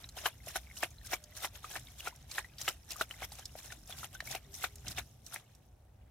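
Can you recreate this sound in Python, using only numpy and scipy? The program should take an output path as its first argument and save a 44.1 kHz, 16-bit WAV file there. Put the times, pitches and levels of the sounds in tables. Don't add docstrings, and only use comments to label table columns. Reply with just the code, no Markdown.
import sys
import numpy as np
from scipy import signal
from scipy.fft import rfft, irfft, next_fast_len
from scipy.io import wavfile
from scipy.ndimage import map_coordinates

SR = 44100
rng = np.random.default_rng(int(sys.argv[2]) if len(sys.argv) > 2 else 0)


def bounce(signal):
    frames = np.transpose(np.atleast_2d(signal))
    limited = np.clip(frames, -1, 1)
    pcm = np.round(limited * 32767).astype(np.int16)
    wavfile.write(sys.argv[1], SR, pcm)


N = 269054

# close_s, churn_db, spray_db, rise_s, pocket_hz, pocket_db, pocket_t60_s, gulp_db
PAW_STROKES = [(.2575, -32.3, -35.5, .075, 1570, -21, 0.012, -29.5),
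               (.557, -39, -38.5, .067, 1500, -32, 0.043, -30),
               (.830, -36, -40.5, 0.08, 1600, -19, 0.0042, -27),
               (1.131, -35.5, -38, 0.12, 1880, -24.5, 0.0045, -27),
               (1.445, -36.5, -38, 0.1544, 1310, -26, .008, -36.5),
               (1.761, -42, -46, 0.17, 1294, -33.5, .008, -38),
               (2.072, -42, -46.5, 0.19, 1390, -29.5, 0.032, -35),
               (2.382, -39.5, -42.5, 0.1, 1776, -22.5, 0.0099, -43),
               (2.678, -34, -35.7, .03, 1295, -27.5, .035, -32),
               (3.011, -38, -39, 0.11, 1390, -19, 0.01, -31.5),
               (3.227, -46, -52, 0.2, 1608, -35, .012, -47),
               (4.040, -47.5, -47.5, 0.09, 1330, -46, .02, -48),
               (4.348, -41.5, -47, 0.14, 2060, -38, .022, -32.5),
               (4.640, -35.5, -38.5, .11, 1474, -25.5, .022, -34.5),
               (4.983, -40.5, -42.5, .11, 2330, -24.5, 0.0024, -38.5),
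               (5.337, -47, -45.5, .11, 1386, -48, .02, -53)]
# peak_s, churn_db, spray_db, fall_s
PAW_DIPS = [(.178, -49.5, -50, 0.45), (0.485, -51.5, -48, 0.27), (.772, -60, -49.5, 0.4),
            (1.067, -56, -49, 0.03), (1.37, -53, -49, 0.22), (1.558, -52.5, -54.5, 0.18),
            (1.643, -55.5, -55, 0.48), (1.711, -51.5, -49.5, 0.42), (2.005, -62, -49.5, 0.06),
            (2.317, -53, -50, 0.14), (2.351, -53.5, -51.5, 0.38), (2.615, -51, -44.5, .16),
            (2.656, -50, -45.5, .27), (2.915, -49, -46.5, 0.18), (3.113, -59, -55, 0.3),
            (3.246, -47.5, -46, 0.06), (3.33, -59.5, -54.5, 0.22), (3.391, -55, -55.5, 0.18),
            (3.59, -53.5, -50, 0.1), (3.652, -56, -51.5, .23), (3.721, -51, -55.5, 0.13),
            (3.905, -51.5, -50.5, .27), (3.985, -56, -48.5, 0.3), (4.151, -51, -51.5, .05),
            (4.273, -53.5, -47.5, 0.08), (4.314, -48, -43, 0.13), (4.548, -61.5, -50.5, 0.52),
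            (4.872, -49, -54.5, 0.12), (4.914, -51, -44, 0.08), (5.272, -65, -57, 0.2),
            (5.361, -52, -54, 0.2)]
# time_s, churn_db, spray_db
RESTLESS_WATER = [(0, -62, -62.5), (.25, -80, -75), (.5, -67.5, -64), (1.0, -71, -69), (1.5, -69.5, -70),
                  (2.0, -68, -63), (2.3, -70, -72.5), (2.75, -73.5, -70), (3.5, -67.5, -64.5),
                  (3.75, -71, -63), (4.0, -83, -78), (4.25, -64, -64.5), (4.5, -72, -72),
                  (5.0, -70.5, -64.5), (5.25, -84, -76.5), (5.5, -73.5, -74), (5.75, -88, -83),
                  (6.03, -79, -90)]
# pitch_hz, relative_db, t60_s
GULP_NOTES = [(335, -18, .035), (512, -14, 0.024), (724, -1.5, 0.027), (1060, -9.5, 0.025)]
# start_s, pitch_hz, relative_db, t60_s
CLEAR_BUBBLES = [(.042, 3890, -35.5, .019), (.09, 4120, -42, .018), (.171, 706, -38.5, .017),
                 (.186, 2820, -41, .023), (.262, 1060, -28, .019), (.403, 2138, -54, .033),
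                 (.471, 640, -38, 0.016), (.671, 2253, -50.5, .033), (.7, 2189, -49, .02),
                 (.712, 2130, -44, 0.015), (.769, 2960, -41.5, .022), (.984, 4070, -48, 0.023),
                 (1.139, 2280, -29.5, .028), (1.436, 1890, -32, .005), (1.643, 1236, -33.5, 0.034),
                 (1.713, 3000, -36, .003), (1.755, 1750, -33, 0.02), (1.871, 3630, -41.5, .009),
                 (1.998, 3400, -40.5, .025), (2.005, 2850, -35, 0.015), (2.125, 980, -50.5, 0.045),
                 (2.445, 1960, -40, 0.034), (2.679, 2950, -23.5, 0.018), (2.6804, 2020, -27, .022),
                 (2.959, 1207, -42, .037), (3.110, 3030, -33, 0.027), (3.141, 2065, -45, 0.016),
                 (3.2205, 667, -35.5, 0.013), (3.221, 1090, -40.5, 0.017), (3.229, 2180, -34, 0.031),
                 (3.319, 825, -46, 0.033), (3.392, 730, -43.5, 0.014), (3.553, 650, -37.5, 0.023),
                 (3.703, 1798, -43, .039), (3.722, 1470, -40, 0.024), (3.775, 290, -53.5, .045),
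                 (3.895, 715, -46, .026), (3.925, 3420, -35.5, .023), (4.031, 1350, -35, 0.019),
                 (4.151, 1510, -40.5, 0.042), (4.224, 677, -47, .029), (4.204, 1820, -30, 0.013),
                 (4.274, 2240, -38, .029), (4.974, 3660, -33, 0.017), (5.325, 1386, -44, 0.02),
                 (5.361, 2060, -29, .0055), (5.465, 2870, -60.5, .014)]
# start_s, relative_db, brightness_hz
CLEAR_DROPS = [(.089, -48, 5900), (.461, -50, 6300), (.905, -55, 7100), (1.069, -42.5, 6300),
               (1.239, -47, 5560), (1.373, -44, 6700), (2.080, -41.5, 5950), (2.314, -40.5, 5000),
               (2.583, -46, 4600), (2.614, -36.5, 5600), (2.906, -39.5, 5560), (2.918, -38, 5750),
               (2.964, -44, 8300), (3.319, -45, 5000), (3.393, -46.5, 6200), (3.455, -39, 5460),
               (3.723, -46, 6300), (3.876, -53.5, 6900), (4.204, -41.5, 4100), (4.3495, -38.5, 5750),
               (4.756, -46, 6900), (4.881, -36.5, 5400), (5.264, -45.5, 6240), (5.3414, -39.5, 10500),
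               (5.55, -58, 6700)]
# frequency_hz, relative_db
CHURN_SPECTRUM = [(150, -33.5), (250, -18.5), (335, 2), (450, -4.5), (560, 0), (730, 1), (1000, -6),
                  (1500, -3), (2300, -2.5), (3100, -2), (4000, -5.5), (4800, -14.5), (6500, -29.5)]
SPRAY_SPECTRUM = [(2200, -18), (3700, -2.5), (4700, -6.5), (5400, 1), (6800, -2), (8300, -4.5), (12000, -4),
                  (14500, -7.5), (16000, -15.5)]
SMACK_SPECTRUM = [(150, -30.5), (250, -12), (340, 6), (480, 0.5), (800, 0), (2000, -2.5), (3500, -9),
                  (6000, -16.5), (12000, -30)]
# frequency_hz, t60_s
TUB_DECAY = [(300, 0.08), (800, 0.049), (2000, 0.09), (6000, 0.037), (14000, 0.031)]
# frequency_hz, likeness (1 or more is mono)
WATER_LIKENESS = [(300, 1.5), (700, 0.4), (1200, 1.03), (2500, 0.42), (4500, -.05), (9000, 0), (14000, .35)]
# frequency_hz, left_minus_right_db
WATER_BALANCE = [(60, 0.0), (110, 0.5), (200, -2), (380, 2.5), (700, 5), (1290, 1.5), (2380, 1.5),
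                 (4400, -0.5), (8120, 0.0), (15000, 0.0)]
# peak_s, upper_gain_db
TUB_THUDS = [(3.71, 4), (4.31, 6), (4.885, 16), (4.985, 8)]
# time_s, deep_db, upper_db
RUMBLE_LEVELS = [(0, -58, -61.5), (2.9, -59.5, -63), (4.3, -58.5, -60), (5.0, -58.5, -61.5),
                 (5.45, -67.5, -66), (5.8, -60.5, -68.5), (6.1, -60, -64.5)]
# frequency_hz, relative_db
DEEP_SPECTRUM = [(20, -28), (33, -18), (46, -2.5), (58, 1.5), (80, -3), (110, -14), (200, -49)]
UPPER_SPECTRUM = [(60, -19), (95, 0), (125, 1), (170, -8.5), (260, -13), (400, -23), (800, -44)]
AIR_SPECTRUM = [(150, -6), (350, -0.5), (750, 2.5), (1100, -8), (2700, -19.5), (5000, -31), (8000, -33.5),
                (12000, -29.5), (16000, -33)]
# middle_s, length_s, pitch_hz, level_db
DISTANT_TONES = [(1.25, .24, 601, -66.5), (1.377, 0.13, 632, -64), (4.509, 0.11, 394, -63.5),
                 (4.77, 0.27, 410, -70)]


def splashing(calm_db=-54, froth_db=-.5, beads_db=-10, spray_db=-.33, crackle_db=-10):
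    power = paw_power()
    tearing = amp(.53 * wobble(110) + .7 * wobble(40))
    churn_gain, spray_gain = np.sqrt(power) * tearing
    froth = bubble_cloud(596.4, 4840, cycles=15, spread_db=4, glide=.067, count=6000, samples=500)
    beads = bubble_cloud(1406, 4790, cycles=95, spread_db=5, glide=.12, count=220, samples=1300)
    fizz = bubble_cloud(2996, 14480, cycles=30, spread_db=5, glide=.064, count=4500, samples=400)
    calm = 1 / np.hypot(1, churn_gain / amp(calm_db))
    churn = amp(froth_db) * stereo(froth + 1.17 * rng.standard_normal((2, N)), CHURN_SPECTRUM)
    churn += amp(beads_db) * calm * stereo(beads, CHURN_SPECTRUM)
    spray = amp(spray_db) * stereo(fizz + 1.4 * rng.standard_normal((2, N)), SPRAY_SPECTRUM)
    crackle = bubble_cloud(2800, 8500, cycles=24, spread_db=6, glide=.1, count=520, samples=400)
    spray += amp(crackle_db) * calm * stereo(crackle, SPRAY_SPECTRUM)
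    return churn_gain * churn + spray_gain * spray


def paw_power(crest_s=.0056, collapse_s=.082, dip_rise_s=.11, pre_hit_db=-2.5, lead_s=.0041, hard_db=-44):
    t = np.arange(N) / SR
    power = amp(curves(RESTLESS_WATER)) ** 2
    moves = [(s + crest_s, churn, spray, rise, collapse_s) for s, churn, spray, rise, *_ in PAW_STROKES]
    moves += [(s, churn, spray, dip_rise_s, fall) for s, churn, spray, fall in PAW_DIPS]
    for peak_s, churn_db, spray_db, rise_s, fall_s in moves:
        near = slice(max(int((peak_s - .3) * SR), 0), int((peak_s + .4) * SR))
        swell_db = -60 * np.maximum((peak_s - t[near]) / rise_s, (t[near] - peak_s) / fall_s)
        held_db = pre_hit_db * (t[near] < peak_s - lead_s) / np.hypot(1, amp(hard_db - churn_db))
        power[:, near] += amp([churn_db + swell_db + held_db, spray_db + swell_db]) ** 2
    return power


def bubble_cloud(low_hz, high_hz, cycles, spread_db, glide, count, samples):
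    when, pitch, strength, angle = rng.random((count, 4)).T[..., None]
    hz = low_hz * (min(high_hz, SR / 2) / low_hz) ** pitch
    turns = hz * np.arange(samples) / SR
    gain = amp(-spread_db * np.log(1 - .95 * strength)) * hz
    envelope = amp(-60 * turns / cycles) * (1 - np.exp(-turns / 2))
    ring = gain * envelope * np.sin(2 * np.pi * turns * (1 + glide * turns / cycles / 2))
    at = ((when * N).astype(int) + np.arange(samples)).ravel()
    mid_side = (1, np.cos(2 * np.pi * angle))
    return np.array([unit(np.bincount(at, (ring * pickup).ravel(), N)[:N]) for pickup in mid_side])


def bubbles(glide=.16, ring_db=-.5, smack_db=-6.5, smack_t60_s=.023, big_db=-32):
    out, t = np.zeros((2, N)), np.arange(SR // 20) / SR
    for start_s, hz, db, t60 in [*pockets_and_gulps(), *CLEAR_BUBBLES, *stray_bubbles()]:
        turns = hz * t * (1 + glide * (t / t60 / 2 - .15))
        envelope = (1 - np.exp(-(hz * t) ** 2)) * amp(-60 * t / t60)
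        ring = amp(ring_db) * envelope / envelope.max() * np.sin(2 * np.pi * turns)
        bulk = np.sqrt(min(t60 / smack_t60_s, 1)) / np.hypot(1, amp(big_db - db))
        colour = lambda f: amp(along(SMACK_SPECTRUM, f)) * f ** 2 / (f ** 2 + (.29 * hz) ** 2)
        smack = unit(filtered(rng.standard_normal(len(t)), colour))
        smack *= bulk * amp(smack_db - 60 * t / smack_t60_s) * (1 - np.exp(-t / .00026))
        add(out, start_s, amp(db) * in_tub(ring + smack, wall_db=-15, apart_hz=1000))
    return out


def pockets_and_gulps(scatter=.05):
    rows = []
    for close_s, *_, pocket_hz, pocket_db, pocket_t60_s, gulp_db in PAW_STROKES:
        tuning = 1 + scatter * rng.uniform(-.8, 1)
        rows.append((close_s, pocket_hz, pocket_db, pocket_t60_s))
        rows += [(close_s, hz * tuning, gulp_db + db, t60) for hz, db, t60 in GULP_NOTES]
    return rows


def stray_bubbles(play_s=4.7, low_hz=1800, faint_db=-59, range_db=8, t60_s=.026, count=24):
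    return [(play_s * (k + when) / count, low_hz * 2 ** pitch, faint_db + range_db * strength, t60_s)
            for k, (when, pitch, strength) in enumerate(rng.random((count, 3)))]


def drops(t60_s=.016, attack_s=.0011, width_octaves=.52, gain_db=9):
    out, t = np.zeros((2, N)), np.arange(SR // 50) / SR
    for start_s, db, brightness_hz in [*CLEAR_DROPS, *stray_drops()]:
        band = lambda hz: 1 / (1 + (np.log2((hz + 1) / brightness_hz) / width_octaves) ** 2)
        tick = unit(filtered(rng.standard_normal(len(t)), band))
        tick *= amp(-60 * t / t60_s) * (1 - np.exp(-t / attack_s))
        pan = amp(rng.normal(0, 1.4) * np.array([[1], [-1]]))
        add(out, start_s, amp(db + gain_db) * pan * in_tub(tick, wall_db=-8.5, apart_hz=1200))
    return out


def stray_drops(play_s=4.7, centre_hz=6600, faint_db=-60, range_db=8, octaves=.8, count=20):
    return [(play_s * (k + when) / count, faint_db + range_db * strength,
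             centre_hz * 2 ** (octaves * (pitch - .5)))
            for k, (when, strength, pitch) in enumerate(rng.random((count, 3)))]


def in_tub(sound, wall_db, apart_hz):
    hz, t, noise = signal.stft(rng.standard_normal((2, SR // 8)), SR, nperseg=128)
    noise[1] *= (hz / np.hypot(hz, apart_hz))[:, None]
    decay = amp(-60 * t / along(TUB_DECAY, hz)[:, None])
    mid, side = signal.istft(noise * decay, SR, nperseg=128)[1]
    response = amp(wall_db) * np.array([mid + side, mid - side]) / np.linalg.norm(mid)
    response[:, 0] += 1
    return signal.fftconvolve(sound[None], response, axes=1)


def thuds_and_outdoors(waver_db=1, thud_s=.036, deep_share=.69, hiss_db=-73.5):
    t = np.arange(N) / SR
    deep_db, upper_db = curves(RUMBLE_LEVELS) + waver_db * wobble(9)
    thud_db = sum(db * np.exp(-((t - peak_s) / thud_s) ** 2) for peak_s, db in TUB_THUDS)
    likeness = [(60, 1), (130, .99), (400, .51), (4000, .2)]
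    noise = lambda spectrum: stereo(rng.standard_normal((2, N)), spectrum, likeness)
    deep = amp(deep_db + deep_share * thud_db) * noise(DEEP_SPECTRUM)
    upper = amp(upper_db + thud_db) * noise(UPPER_SPECTRUM)
    return deep + upper + amp(hiss_db) * noise(AIR_SPECTRUM)


def far_tones():
    out = np.zeros(N)
    for middle_s, length_s, hz, db in DISTANT_TONES:
        t = np.arange(int(length_s * SR)) / SR
        envelope = amp(db) * np.sin(np.pi * t / length_s)
        add(out, middle_s - length_s / 2, envelope * np.sin(2 * np.pi * hz * t))
    return out


def amp(db):
    return 10 ** (np.asarray(db) / 20)


def unit(x):
    return x / np.sqrt(np.mean(x ** 2) + 1e-20)


def along(points, hz):
    knots_hz, values = np.transpose(points)
    return np.interp(np.log(hz + 1), np.log(knots_hz + 1), values)


def curves(rows):
    time_s, *columns = np.transpose(rows)
    return np.array([np.interp(np.arange(N) / SR, time_s, column) for column in columns])


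def filtered(x, response):
    n = x.shape[-1]
    padded = next_fast_len(n + 4096)
    return irfft(rfft(x, padded) * response(np.fft.rfftfreq(padded, 1 / SR)), padded)[..., :n]


def add(track, start_s, sound):
    part = track[..., max(round(start_s * SR), 0):][..., :sound.shape[-1]]
    part += sound[..., :part.shape[-1]]


def wobble(rate):
    return map_coordinates(rng.standard_normal(int(N * rate / SR) + 4), [np.arange(N) * rate / SR])


def stereo(pair, spectrum, likeness=WATER_LIKENESS):
    angle = lambda hz: np.arccos(np.clip(along(likeness, hz), -1, 1)) / 2
    response = lambda hz: amp(along(spectrum, hz)) * np.array([np.cos(angle(hz)), np.sin(angle(hz))])
    mid, side = filtered(pair, response)
    return np.array([mid + side, mid - side]) / np.std(mid)


def scene(lag_s=.00005):
    water = splashing() + bubbles() + drops()
    sides = np.array([[.5], [-.5]])
    balance = lambda hz: amp(along(WATER_BALANCE, hz) * sides)
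    arrival = lambda hz: np.exp(2j * np.pi * hz * lag_s * sides / (1 + (hz / 4000) ** 2))
    return filtered(water, lambda hz: balance(hz) * arrival(hz)) + thuds_and_outdoors() + far_tones()


def record(dry, top_hz=15950):
    return filtered(dry, lambda hz: 1 / np.sqrt(1 + (hz / top_hz) ** 200))


dry = scene()
out = record(dry)
bounce(out)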